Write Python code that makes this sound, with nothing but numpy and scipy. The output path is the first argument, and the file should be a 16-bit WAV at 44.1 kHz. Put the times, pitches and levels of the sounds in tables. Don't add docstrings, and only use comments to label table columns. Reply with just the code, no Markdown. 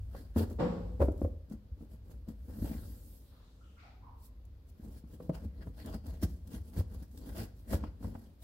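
import sys
import numpy as np
from scipy import signal
from scipy.fft import rfft, irfft
from scipy.io import wavfile
from scipy.ndimage import uniform_filter1d

SR = 44100
rng = np.random.default_rng(int(sys.argv[2]) if len(sys.argv) > 2 else 0)


def master(y):
    cut = np.clip(np.atleast_2d(y).T, -1, 1)
    pcm = np.round(cut * 32767)
    wavfile.write(sys.argv[1], SR, pcm.astype(np.int16))


N = 371763
TIME = np.arange(N) / SR

# fastest t/s, swell/s, fade/s, fizz/dB, rasp/dB, drag/dB
GRIPPED_STROKES = [(0.17, 0.077, 0.12, -65, -62, -52), (0.385, 0.021, 0.049, -50.5, -45, -48),
                   (0.51, 0.045, 0.076, -68, -70, -44), (1.022, 0.017, 0.049, -60, -58, -52),
                   (1.24, 0.096, 0.053, -69, -75, -47), (1.52, 0.023, 0.031, -67.5, -65, -45.5),
                   (1.825, 0.056, 0.043, -74, -78, -53), (1.94, 0.063, 0.033, -72.5, -70, -56),
                   (2.118, 0.061, 0.055, -68, -71, -53), (2.29, .018, .04, -67.5, -64.5, -45.5),
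                   (2.495, 0.02, 0.071, -67.5, -66, -49.5), (4.698, 0.029, 0.028, -72, -89, -69),
                   (4.85, 0.059, 0.13, -73, -76, -52), (4.984, 0.17, 0.03, -67, -69.5, -59.5),
                   (5.14, 0.067, 0.032, -68, -70.5, -53.5), (5.23, .04, 0.11, -70, -71, -51.5),
                   (5.35, 0.021, 0.038, -59.5, -51, -54), (5.45, 0.056, 0.02, -65, -64, -48.5),
                   (5.63, 0.099, 0.032, -73, -63, -54), (5.68, 0.029, .025, -69.5, -77, -44.5),
                   (5.805, 0.05, 0.065, -63.5, -57, -55.5), (5.87, 0.032, 0.063, -61, -54.5, -43.5),
                   (5.946, 0.028, .03, -60.5, -53, -44.5), (6.07, 0.026, 0.12, -63.5, -57, -48),
                   (6.234, 0.014, 0.015, -44.5, -50, -33.5), (6.28, 0.067, 0.12, -66.5, -77, -63),
                   (6.55, 0.073, 0.05, -59, -60.5, -46), (6.686, 0.057, .04, -63.5, -74, -56.5),
                   (6.79, 0.049, 0.029, -54, -51.5, -41.5), (6.942, 0.049, 0.051, -66.5, -62.5, -50.5),
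                   (7.03, 0.045, 0.023, -63, -67, -54), (7.18, 0.084, .08, -65.5, -78, -55.5),
                   (7.29, 0.083, 0.045, -60.5, -58.5, -45.5), (7.395, 0.059, .06, -52.5, -48, -43.5),
                   (7.6, 0.069, 0.052, -70.5, -75, -65.5), (7.738, .04, 0.031, -47.5, -45, -32.5),
                   (7.838, 0.039, 0.053, -74, -55.5, -45.5), (8.042, 0.042, 0.12, -63.5, -60.5, -45.5),
                   (8.22, 0.18, .12, -71.5, -71, -60), (8.43, 0.021, .03, -60, -68, -70)]
# fastest t/s, swell/s, fade/s, sheen/dB, rasp/dB, drag/dB
LOOSE_RUNS = [(2.66, 0.14, 0.23, -58, -56.5, -44), (2.88, 0.32, 0.22, -64, -80, -64),
              (3.12, 0.29, 0.2, -66, -89, -65), (4.259, .055, 0.027, -63, -77, -77)]
# f/Hz, level/dB
FIZZ_SPECTRUM = [(1500, -26), (3500, -4.5), (4800, -3), (6300, -4.5), (7600, -3), (9000, -3.5),
                 (10700, -3.5), (11500, 3.5), (12500, -4), (15800, -0.5)]
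# f/Hz, level/dB
RUB_SPECTRUM = [(60, -12), (130, -8.5), (190, 0), (280, 1), (360, -7), (520, -10.5), (680, -17.5),
                (850, -20), (1400, -31), (3000, -52.5)]
# f/Hz, width/Hz, level/dB
GRIP_RESONANCES = [(646, 127, 13), (810, 130, -3), (1080, 270, 2.5), (1410, 140, -1.5), (1605, 167, 7),
                   (1996, 150, -1), (2330, 1550, -8), (3020, 530, -5), (4250, 320, -4.5), (4850, 410, -3)]
# f/Hz, correlation
COHERENCE = [(100, .99), (300, 0.9), (480, 0.64), (700, 0.36), (1200, 0), (16000, 0)]


def gain_of(db):
    return 10 ** (np.asarray(db) / 20)


def read(points, hz):
    f, value = np.transpose(points)
    return np.interp(np.log(hz + 1), np.log(f + 1), value)


def add(mix, start_s, sound):
    part = mix[:, max(round(start_s * SR), 0):][:, :sound.shape[-1]]
    part += sound[..., :part.shape[1]]


def colour(x, spectrum):
    hz = np.fft.rfftfreq(x.shape[1], 1 / SR)
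    a, b = rfft(x) * gain_of(read(spectrum, hz))
    same = read(COHERENCE, hz)
    mid, side = a * np.sqrt(1 + same), b * np.sqrt(1 - same)
    pair = irfft(np.array([mid + side, mid - side]), x.shape[1])
    return pair / np.sqrt(np.mean(pair.mean(0) ** 2) + 1e-20)


def hiss(spectrum, n=N):
    return colour(rng.standard_normal((2, n)), spectrum)


def grains(spectrum, per_s, spread_db, n=N):
    size = gain_of(spread_db * np.minimum(rng.exponential(1, n), 3))
    slipping = rng.random(n) < per_s / SR
    return colour(size * slipping * rng.choice([-1, 1], (2, n)), spectrum)


def wander(hz, n=N):
    knots = rng.standard_normal(int(n / SR * hz) + 2)
    return 1.47 * np.interp(np.arange(n) / SR * hz, np.arange(len(knots)), knots)


def resonances(modes):
    hz, width_hz, db = np.transpose(modes)[:, :, None]
    grid_hz = np.geomspace(100, 16000, 900)
    power = (gain_of(db) / (1 + ((grid_hz - hz) / width_hz) ** 2)) ** 2
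    return np.transpose([grid_hz, 10 * np.log10(power.sum(0))])


def dying(x, decay):
    hz, t, bands = signal.stft(x, SR, nperseg=512)
    fade = gain_of(-60 * t / read(decay, hz)[:, None])
    return signal.istft(bands * fade, SR, nperseg=512)[1][:, :x.shape[1]]


def ring(modes, scatter_db):
    hz, db, t60_s = np.transpose(modes)[:, :, None]
    t = np.arange(int(0.8 * SR)) / SR
    envelope = gain_of(db + scatter_db * rng.standard_normal(hz.shape) - 60 * t / t60_s)
    skew_rad = np.arccos(read(COHERENCE, hz)) / 2 * rng.choice([-1, 1], hz.shape)
    return np.array([(envelope * np.sin(2 * np.pi * hz * t + side * skew_rad)).sum(0) for side in (1, -1)])


def swing(t, hz, rise_cycles):
    age = hz * t / rise_cycles
    return age * np.exp(1 - age) * np.sin(2 * np.pi * hz * t)


def efforts(strokes, drop_db=12.5, roundness=1.24):
    t = TIME[::64]
    power = np.zeros((3, len(t)))
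    for peak_s, swell_s, fade_s, *levels_db in strokes:
        away = np.maximum((peak_s - t) / swell_s, (t - peak_s) / fade_s)
        power += gain_of(np.array(levels_db)[:, None] - drop_db * away ** roundness) ** 2
    return np.array([np.interp(TIME, t, gain) for gain in np.sqrt(power)])


def through_bin(force, ring_db):
    # f/Hz, level/dB, t60/s
    bin_modes = [(84, -6.5, 0.13), (173, 1.5, 0.1), (218, -3.5, 0.075), (256.7, 0.5, 0.081),
                 (318, -6, 0.095), (403.2, -0.5, 0.14), (500, 0.5, 0.12), (569, -4, 0.19),
                 (664, -0.5, 0.097), (736, -18, 0.067), (1100, -14, 0.12), (1405, -4, 0.12),
                 (1614, -27, .1), (1890, -17.5, 0.15)]
    rung = signal.fftconvolve(force, ring(bin_modes, scatter_db=3.5), axes=1)[:, :force.shape[1]]
    return force + gain_of(ring_db) * rung * np.linalg.norm(force) / np.linalg.norm(rung)


def dragging(tug_db=3, tug_lag_s=0.021):
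    # t/s, level/dB
    sway_curve = [(0.0, -39.5), (0.21, -48), (1.13, -40), (1.5, -52.5), (2.28, -52.5), (2.7, -45.5),
                  (3.45, -62), (4.58, -52.5), (5.23, -58), (5.37, -49.5), (7.0, -51.5), (7.54, -56),
                  (7.89, -46.5), (8.43, -60.5)]
    # f/Hz, level/dB
    wall_spectrum = [(22, -47), (35, -5), (45, 12.5), (62, 13.5), (86, 5.5), (105, 4), (135, -3),
                     (250, -50)]
    _, _, drag = efforts(GRIPPED_STROKES + LOOSE_RUNS)
    slips = grains(RUB_SPECTRUM, per_s=600, spread_db=3) * drag
    pole = np.exp(-1 / (tug_lag_s * SR))
    tug = gain_of(tug_db) * signal.lfilter([1 - pole], [1, -pole], drag)
    sway = gain_of(np.interp(TIME, *np.transpose(sway_curve)))
    return gain_of(-2.5) * through_bin(slips, ring_db=-3.5) + hiss(wall_spectrum) * np.hypot(sway, tug)


def shifting(x, patchy_db):
    bands = signal.stft(x, SR, nperseg=512)[2]
    patches = rng.standard_normal(bands.shape[1:])
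    for axis in (0, 1, 0, 1):
        patches = uniform_filter1d(patches, size=7, axis=axis)
    bands = bands * gain_of(patchy_db * patches / patches.std())
    out = signal.istft(bands, SR, nperseg=512)[1][:, :N]
    return out * np.linalg.norm(x) / np.linalg.norm(out)


def reflected(x):
    reflections = [(.0009, 0.0015, -19.5), (.0021, 0.0022, -12.5), (.0037, .0043, -12),
                   (.0062, 0.0047, -8.5)]
    out = x.copy()
    for left_s, right_s, db in reflections:
        add(out[:1], left_s, gain_of(db) * x[0])
        add(out[1:], right_s, gain_of(db) * x[1])
    return out


def sliding():
    # f/Hz, level/dB
    sheen_spectrum = [(2000, -22), (3800, -7.5), (5000, -6), (6500, -7.5), (8500, -3), (10700, -5),
                      (11500, 3), (12400, -1.5), (15800, -1.5)]
    stroke_fizz, stroke_rasp, _ = efforts(GRIPPED_STROKES)
    run_sheen, run_rasp, _ = efforts(LOOSE_RUNS)
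    clumps_db = 1.64 * wander(110)
    gripped = grains(FIZZ_SPECTRUM, per_s=4500, spread_db=3.6) * stroke_fizz
    loose = grains(sheen_spectrum, per_s=14000, spread_db=3.5) * run_sheen
    catches = grains(resonances(GRIP_RESONANCES), per_s=1400, spread_db=3.4)
    rasp = gain_of(clumps_db - 4) * catches * np.hypot(stroke_rasp, run_rasp)
    fizz = gain_of(0.97 * clumps_db - 1.5) * gripped + gain_of(0.2) * loose
    return reflected(shifting(fizz, patchy_db=1.8) + shifting(rasp, patchy_db=3))


def knocks(soft_hz=221.6, octave_up_db=-20.5, tock_hz=560, contact_s=0.0015, clack_rise_s=0.0033):
    # t/s, thud/dB, tock/dB, clack/dB
    hits = [(0.145, -52, -46, -48), (0.36, -20, -37.5, -42), (0.505, -45.5, -45, -59),
            (1.002, -45, -24.5, -38), (1.013, -20, -24, -33), (1.022, -36, -20, -34.5),
            (1.083, -19.5, -28, -49.5), (1.215, -20, -30, -49), (1.246, -24.5, -28, -48),
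            (1.511, -30.5, -66, -77), (1.535, -35.5, -65, -77), (1.807, -40.5, -70, -67),
            (2.284, -32.5, -64, -63), (2.622, -25, -53, -74), (2.642, -29.5, -51, -57),
            (2.711, -29.5, -54, -58), (4.795, -43, -71, -77), (4.832, -41.5, -68, -71),
            (5.037, -40, -65, -67), (5.2, -49, -42, -52.5), (5.293, -24, -33, -42),
            (5.453, -33.5, -68, -70), (5.668, -36, -50, -53), (5.866, -33, -63, -55),
            (5.948, -32, -57, -72), (6.229, -23.5, -45.5, -54), (6.25, -31, -57, -68),
            (6.539, -34.5, -69, -75), (6.786, -33, -43.5, -57), (6.803, -33, -46, -49),
            (7.022, -37.5, -57, -77), (7.729, -31, -36, -36.5), (7.835, -32.5, -50, -41),
            (8.025, -45, -55, -52), (8.043, -33.5, -45.5, -48.5), (8.149, -37, -58, -46)]
    out = np.zeros((2, N))
    t = np.arange(SR // 2) / SR
    for start_s, thud_db, tock_db, clack_db in hits:
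        spot_hz = soft_hz * (1 + gain_of(tock_db - octave_up_db))
        thud = gain_of(thud_db - 2.5) * swing(t, spot_hz, rise_cycles=0.58)
        tock = gain_of(tock_db + 1.5) * swing(t, tock_hz * rng.uniform(0.856, 1.02), rise_cycles=1.13)
        clack = gain_of(clack_db - 2) * dry_clack(t / clack_rise_s)
        add(out, start_s + contact_s, through_bin(thud + tock + clack, ring_db=-6))
    return out


def dry_clack(age):
    # f/Hz, level/dB
    clack_spectrum = [(350, -11.5), (650, 8), (950, 1), (1400, -4.5), (1750, -14), (2300, -18.5),
                      (4000, -31), (9000, -35)]
    return age * np.exp(1 - age) * hiss(clack_spectrum, len(age))


def pulls(rise_s=0.00082, release_s=0.009):
    # t/s, length/s, ridge rate/Hz, fizz/dB, judder/dB
    quick_pulls = [(0.361, 0.076, 89, -58.5, -28), (0.997, 0.054, 93, -73, -32),
                   (6.225, 0.025, 92, -54, -39), (6.765, 0.036, 71, -60.5, -39),
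                   (7.369, 0.073, 99, -59, -41), (7.729, 0.014, 71, -49.5, -32.5)]
    out = np.zeros((2, N))
    t = np.arange(SR // 2) / SR
    for start_s, length_s, ridge_hz, fizz_db, judder_db in quick_pulls:
        stroke = np.minimum(t / rise_s, 1) * np.exp(-np.maximum(t - length_s, 0) / release_s)
        phase = 2 * np.pi * np.cumsum(ridge_hz * (1 + 0.12 * wander(73, len(t)))) / SR
        puffs = stroke * (1 + 0.13 * np.cos(phase))
        force = 1.03 * stroke * np.sin(phase) + 0.52 * puffs * hiss(RUB_SPECTRUM, len(t))
        fibres = grains(FIZZ_SPECTRUM, per_s=6600, spread_db=9, n=len(t))
        fibres += 0.81 * hiss(resonances(GRIP_RESONANCES), len(t))
        judder = gain_of(judder_db) * through_bin(force, ring_db=-22)
        add(out, start_s, judder + gain_of(fizz_db) * puffs * fibres)
    return out


def snaps(decay_s=0.0051):
    # t/s, level/dB
    ticks = [(0.5, -53), (0.5284, -54), (1.1199, -56), (1.1777, -57), (1.499, -57.5), (2.286, -54),
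             (4.4526, -60), (5.448, -63), (5.8604, -43.5), (5.9433, -48), (6.0664, -47.5), (6.4746, -48.5),
             (7.1132, -59), (7.175, -45.5)]
    out = np.zeros((2, N))
    t = np.arange(2048) / SR
    for start_s, db in ticks:
        fibres = hiss(FIZZ_SPECTRUM, len(t)) + 0.24 * hiss(resonances(GRIP_RESONANCES), len(t))
        add(out, start_s, gain_of(db - 7) * np.exp(-t / decay_s) * fibres)
    return out


def far_bang(start_s=0.585, rise_s=0.02, early_s=0.11, noise_db=-30, ring_db=-37):
    # f/Hz, level/dB
    bang_spectrum = [(60, -9), (130, -4), (240, -0.5), (400, -7), (510, 1), (630, -15), (780, -12),
                     (1330, -19.5), (2200, -30.5), (5400, -40.5), (6300, -52), (7500, -44), (9000, -58),
                     (15000, -58)]
    # f/Hz, t60/s
    bang_decay = [(150, 0.98), (500, 0.88), (1200, 0.71), (2500, 0.71), (5000, 1), (10000, 1)]
    # f/Hz, level/dB, t60/s
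    bang_modes = [(176.5, 6, 1), (430, -15, 0.48), (496, 0, 0.99), (815, -11, 0.75), (1104, -11.5, 0.69),
                  (1176, -12, 0.38)]
    out = np.zeros((2, N))
    t = np.arange(SR) / SR
    onset = np.minimum(t / rise_s, 1) * (1 + 0.4 * np.exp(-t / early_s))
    add(out, start_s, gain_of(noise_db) * onset * dying(hiss(bang_spectrum, SR), bang_decay))
    tones = ring(bang_modes, scatter_db=0)
    add(out, start_s + rise_s, gain_of(ring_db) * tones * onset[:tones.shape[1]])
    return out


def booms():
    # t/s, level/dB, f/Hz
    flexes = [(1.011, -21.5, 82.7), (1.037, -20, 68.4), (1.231, -24.5, 79.6), (1.253, -25.5, 72),
              (1.718, -33, 73.9), (2.614, -26.5, 90), (5.294, -22.5, 164), (5.455, -28.5, 75.4),
              (6.074, -28.5, 75), (6.233, -22, 163), (6.234, -24.5, 79), (6.302, -33.5, 72),
              (6.605, -33, 81.4), (6.773, -32, 164), (6.788, -20.5, 86.5), (7.736, -21, 84),
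              (8.042, -31, 87.5)]
    out = np.zeros((2, N))
    t = np.arange(SR // 3) / SR
    for start_s, db, hz in flexes:
        add(out, start_s, gain_of(db - 2.5) * swing(t, hz, rise_cycles=0.76))
    return out


def far_swishes(swell_share=0.24, fade_s=0.091):
    # t/s, length/s, f/Hz, width/Hz, level/dB
    swishes = [(3.212, 0.29, 3900, 902, -79), (3.297, 0.14, 1120, 446, -75), (3.349, 0.43, 6560, 3000, -84),
               (3.604, 0.038, 1320, 110, -74.5), (3.617, 0.13, 2970, 450, -79),
               (3.758, 0.1, 1310, 172, -68.5), (3.769, 0.1, 2250, 400, -70.5),
               (3.779, 0.1, 3960, 1500, -74), (3.821, 0.082, 766, 90, -65.5), (4.02, 0.089, 997, 118, -62)]
    out = np.zeros((2, N))
    t = np.arange(SR) / SR
    for start_s, length_s, hz, width_hz, db in swishes:
        swell = np.minimum(t / (swell_share * length_s), 1)
        fade = np.exp(-np.maximum(t - length_s, 0) / fade_s)
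        add(out, start_s, gain_of(db) * swell * fade * hiss(resonances([(hz, width_hz, 0)]), SR))
    return out


def room(x, build_s=0.015):
    # f/Hz, t60/s
    room_decay = [(100, 0.64), (500, 0.49), (2000, 0.39), (6000, 0.42), (14000, 0.14)]
    tail = dying(hiss([(100, 0.038), (16000, 0)], SR), room_decay) * np.minimum(TIME[:SR] / build_s, 1)
    return signal.fftconvolve(x, tail / np.linalg.norm(tail[0]), axes=1)[:, :N]


def scene(reverb_db=-15.5, quiet_db=-58.5):
    # f/Hz, level/dB
    quiet_spectrum = [(25, -17), (48, 0), (70, -4.5), (130, -16.5), (268, -17), (351, -26), (500, -24.5),
                      (730, -33.5), (2260, -43.5), (4700, -44.5), (7000, -54), (10000, -60), (11500, -47.5),
                      (15800, -51)]
    near = sliding() + dragging() + pulls() + knocks() + booms() + snaps()
    reverb = gain_of(reverb_db) * room(near)
    return near + reverb + far_bang() + far_swishes() + gain_of(quiet_db) * hiss(quiet_spectrum)


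def record(dry, edge_hz=15850):
    # f/Hz, gain/dB
    response = [(18, -17), (30, -5), (40, -1), (60, 0), (100, 2), (124, -4.5), (160, 0), (16000, -1)]
    # f/Hz, left minus right/dB
    port_balance = [(300, 0.73), (550, 0), (1100, -0.5), (2600, 2.5), (4900, 2.5), (6500, -1), (9500, -6),
                    (12500, -3), (15500, 2)]
    hz = np.fft.rfftfreq(N, 1 / SR)
    lean_db = read(port_balance, hz) / 2
    ports_db = read(response, hz) + np.array([lean_db, -lean_db])
    heard = irfft(rfft(dry) * gain_of(ports_db), N)
    low_pass = signal.firwin(1023, edge_hz, window=("kaiser", 9), fs=SR)
    return signal.oaconvolve(heard, low_pass[None], "same")


dry = scene()
out = record(dry)
master(out)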